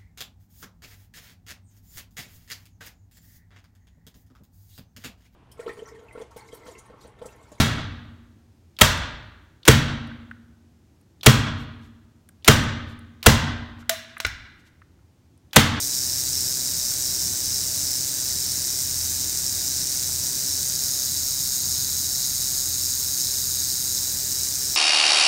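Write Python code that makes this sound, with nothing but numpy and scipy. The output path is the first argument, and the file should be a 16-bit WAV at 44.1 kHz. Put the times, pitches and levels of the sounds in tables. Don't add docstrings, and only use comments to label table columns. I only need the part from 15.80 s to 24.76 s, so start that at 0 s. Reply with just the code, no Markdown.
import sys
import numpy as np
from scipy import signal
from scipy.fft import rfft, irfft
from scipy.io import wavfile

SR = 44100
rng = np.random.default_rng(int(sys.argv[2]) if len(sys.argv) > 2 else 0)


def generate_wav(sig):
    pcm = np.round(np.clip(np.atleast_2d(sig).T, -1, 1) * 32767).astype(np.int16)
    wavfile.write(sys.argv[1], SR, pcm)


N = 395136

# pitch_hz, relative_db
CLASH_AT_HEAD = [(1200, -31.5), (2400, -25.5), (3200, -25.5), (3950, -6), (4270, -12.5), (4750, -3.5),
                 (5350, -10.5), (6050, -0.6), (8200, -3.5), (9600, -7), (10450, -13.5), (12100, -12.5),
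                 (13500, -6), (14400, -8.5), (15700, -9.5)]
CLASH_AT_TAIL = [(1200, -29.5), (3250, -25.5), (3970, -2.5), (4280, -11), (4730, -2.5), (5790, -8.5),
                 (6480, 3), (7250, -2.5), (9600, -6), (10450, -13.5), (12200, -9.5), (13300, -4.5),
                 (14400, -6.5), (15700, -9)]
def rattle(aim, head_db=-25.8, tail_db=-24.8):
    clicks = clashes()
    knocks = segments(clicks)
    over_head = from_db(head_db) * coloured(knocks, CLASH_AT_HEAD)
    over_tail = from_db(tail_db) * coloured(knocks, CLASH_AT_TAIL)
    return (1 - aim) * over_head + aim * over_tail + cavity(clicks)


# time_s, strokes_per_s
TAIL_PACE = [(0.0, 129.5), (1.19, 128.4), (3.38, 129.8), (3.58, 131.5), (4.18, 128.1), (5.38, 132.3),
             (5.77, 131.0), (5.97, 132.1), (6.97, 128.6), (8.16, 130.4), (8.56, 129.7), (8.96, 132.7)]
def clashes(clicks_per_s=13000, lull=.31, bunching=1.6, snaps_per_s=40, snap_db=11.0):
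    pace = in_time(TAIL_PACE) * (1 + .002 * drift(1.5))
    strokes = np.cumsum(pace) / SR + .04 * drift(12) + 1
    swing = lull + np.abs(np.sin(np.pi * strokes)) ** bunching
    stroke_db = .5 * rng.standard_normal(N)[np.maximum(strokes, 0).astype(int)]
    contact_rate = clicks_per_s * np.sqrt(swing / np.mean(swing))
    contacts = np.cumsum(contact_rate * rng.exponential(1, N)) / SR
    touch = np.diff(np.floor(contacts), prepend=0) > 0
    click_db = 2.5 * np.minimum(rng.standard_normal(N), 3)
    snaps = rng.random(N) < snaps_per_s / clicks_per_s
    click_db = np.where(snaps, snap_db, click_db)
    return touch * swing ** (1 / 3) * from_db(stroke_db + click_db)


CONTACT_HZ = np.geomspace(4000, 14000, 6)
def segments(clicks, reach_octaves=.45, sizzle_db=-1.5):
    hz = np.geomspace(500, 20000, 60)
    octaves_off = np.log2(hz / CONTACT_HZ[:, None])
    power = np.exp(-(octaves_off / reach_octaves) ** 2) + 1e-4
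    shares = power / power.sum(axis=0)
    struck = rng.integers(0, len(shares), N)
    signed_clicks = clicks * rng.choice([-1, 1], N)
    knocks = []
    for contact, share in enumerate(shares):
        spectrum = np.c_[hz, 10 * np.log10(share)]
        ring = coloured(signed_clicks * (struck == contact), spectrum, size=512)
        knocks.append(np.sqrt(share @ hz) * ring)
    return sum(knocks[:-1]) + from_db(sizzle_db) * knocks[-1]


def cavity(clicks, pitch_hz=5386, width_hz=770, rest_db=-34.3):
    ring = clicks * rng.choice([-1, 1], N)
    for _ in range(2):
        ring = resonance(ring, pitch_hz, width_hz)
    return from_db(rest_db + sway()) * rms_one(ring)


def sway(sways_per_s=2.65, crest_s=.24, surge_db=5.8, settle_s=2.6, flutter_db=1.3):
    t = np.arange(N) / SR
    facing = .5 + .5 * np.cos(2 * np.pi * sways_per_s * (t - crest_s))
    return surge_db * np.exp(-t / settle_s) * facing + flutter_db * drift(4)


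def with_ground(direct, delay_s=.0023, wander_s=.0003, echo_db=-16.5):
    now = np.arange(N)
    lag = (delay_s + wander_s * drift(.496)) * SR
    return direct + from_db(echo_db) * np.interp(now - lag, now, direct)


def tap(start_s=4.292, peak_db=-31, pitch_hz=820, width_hz=360):
    impulse = 1. * (np.arange(N) == round(start_s * SR))
    ring = resonance(impulse, pitch_hz, width_hz)
    return from_db(peak_db) * ring / np.abs(ring).max()


# firing_multiple, level_db (rms)
ENGINE_TONES = [(1.02, -57.5), (2.04, -48), (7, -63), (10, -63), (15, -63.5), (17, -71), (18, -66.3),
                (19, -71.5), (24, -69.5)]
def engine(firing_hz=40.42, speed_wander=.004, flutter=.4):
    firings = np.cumsum(firing_hz * (1 + speed_wander * drift(1.53))) / SR
    tones = np.zeros(N)
    for multiple, level_db in ENGINE_TONES:
        gain = np.sqrt(2) * from_db(level_db) * (1 + flutter * drift(3.1))
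        tones += gain * np.sin(2 * np.pi * (multiple * firings + rng.random()))
    return tones


# pitch_hz, head_relative_db, tail_relative_db
HUSH_COLOUR = np.array([(25, -31, -31), (45, -11.0, -10.5), (70, -10.5, -9.5), (95, -2.0, -1.5),
               (172, -6.5, -5.8), (218, -12.0, -11.5), (293, -10, -10.8), (444, -18.5, -20.5),
               (800, -23.0, -25.0), (1100, -23.5, -22.0), (1370, -24.0, -20.5), (1460, -17.5, -16.5),
               (2850, -23.5, -25.5), (3200, -22.5, -22), (4500, -50, -48)])
def hush(aim, head_db=-42.6, tail_db=-43.8):
    air = rng.standard_normal(N)
    over_head = from_db(head_db) * coloured(air, HUSH_COLOUR[:, [0, 1]])
    over_tail = from_db(tail_db) * coloured(air, HUSH_COLOUR[:, [0, 2]])
    return (1 - aim) * over_head + aim * over_tail


def coloured(x, spectrum, size=8192):
    hz, db = np.transpose(spectrum)
    grid_hz = np.maximum(np.arange(size // 2 + 1) * SR / size, 1)
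    gain = from_db(np.interp(np.log(grid_hz), np.log(hz), db))
    cepstrum = irfft(np.log(gain))
    cepstrum[1:size // 2] *= 2
    cepstrum[size // 2 + 1:] = 0
    response = irfft(np.exp(rfft(cepstrum)))
    return rms_one(signal.fftconvolve(x, response)[:N])


def resonance(x, hz, width_hz):
    r = np.exp(-np.pi * width_hz / SR)
    feedback = [1, -2 * r * np.cos(2 * np.pi * hz / SR), r * r]
    return signal.lfilter(np.array([1, 0, -1]) * (1 - r * r) / 2, feedback, x)


def drift(rate):
    hop, warm_up = 40, 2000
    r = np.exp(-2 * np.pi * hop * rate / SR)
    noise = rng.standard_normal(N // hop + warm_up + 2)
    slow = signal.lfilter([1], [1, -2 * r, r * r], noise)[warm_up:]
    return np.interp(np.arange(N) / hop, np.arange(len(slow)), rms_one(slow))


def in_time(rows):
    return np.interp(np.arange(N) / SR, *np.transpose(rows))


def from_db(db):
    return 10 ** (np.asarray(db) / 20)


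def rms_one(x):
    return x / np.sqrt(np.mean(x ** 2) + 1e-20)


# time_s, aim (0 over the head, 1 over the tail)
MICROPHONE_PATH = [(0, 0), (4.4, 0), (4.82, 0.15), (5.0, 0.8), (5.7, 1), (8.15, 0.97), (8.5, .5),
                   (8.96, 0.25)]
def scene():
    aim = in_time(MICROPHONE_PATH)
    snake = with_ground(rattle(aim))
    return (snake + engine() + hush(aim) + tap())[None]


def record(dry, cutoff_hz=15720):
    return signal.sosfilt(signal.ellip(12, .1, 85, cutoff_hz, fs=SR, output="sos"), dry)


dry = scene()
out = record(dry)
generate_wav(out)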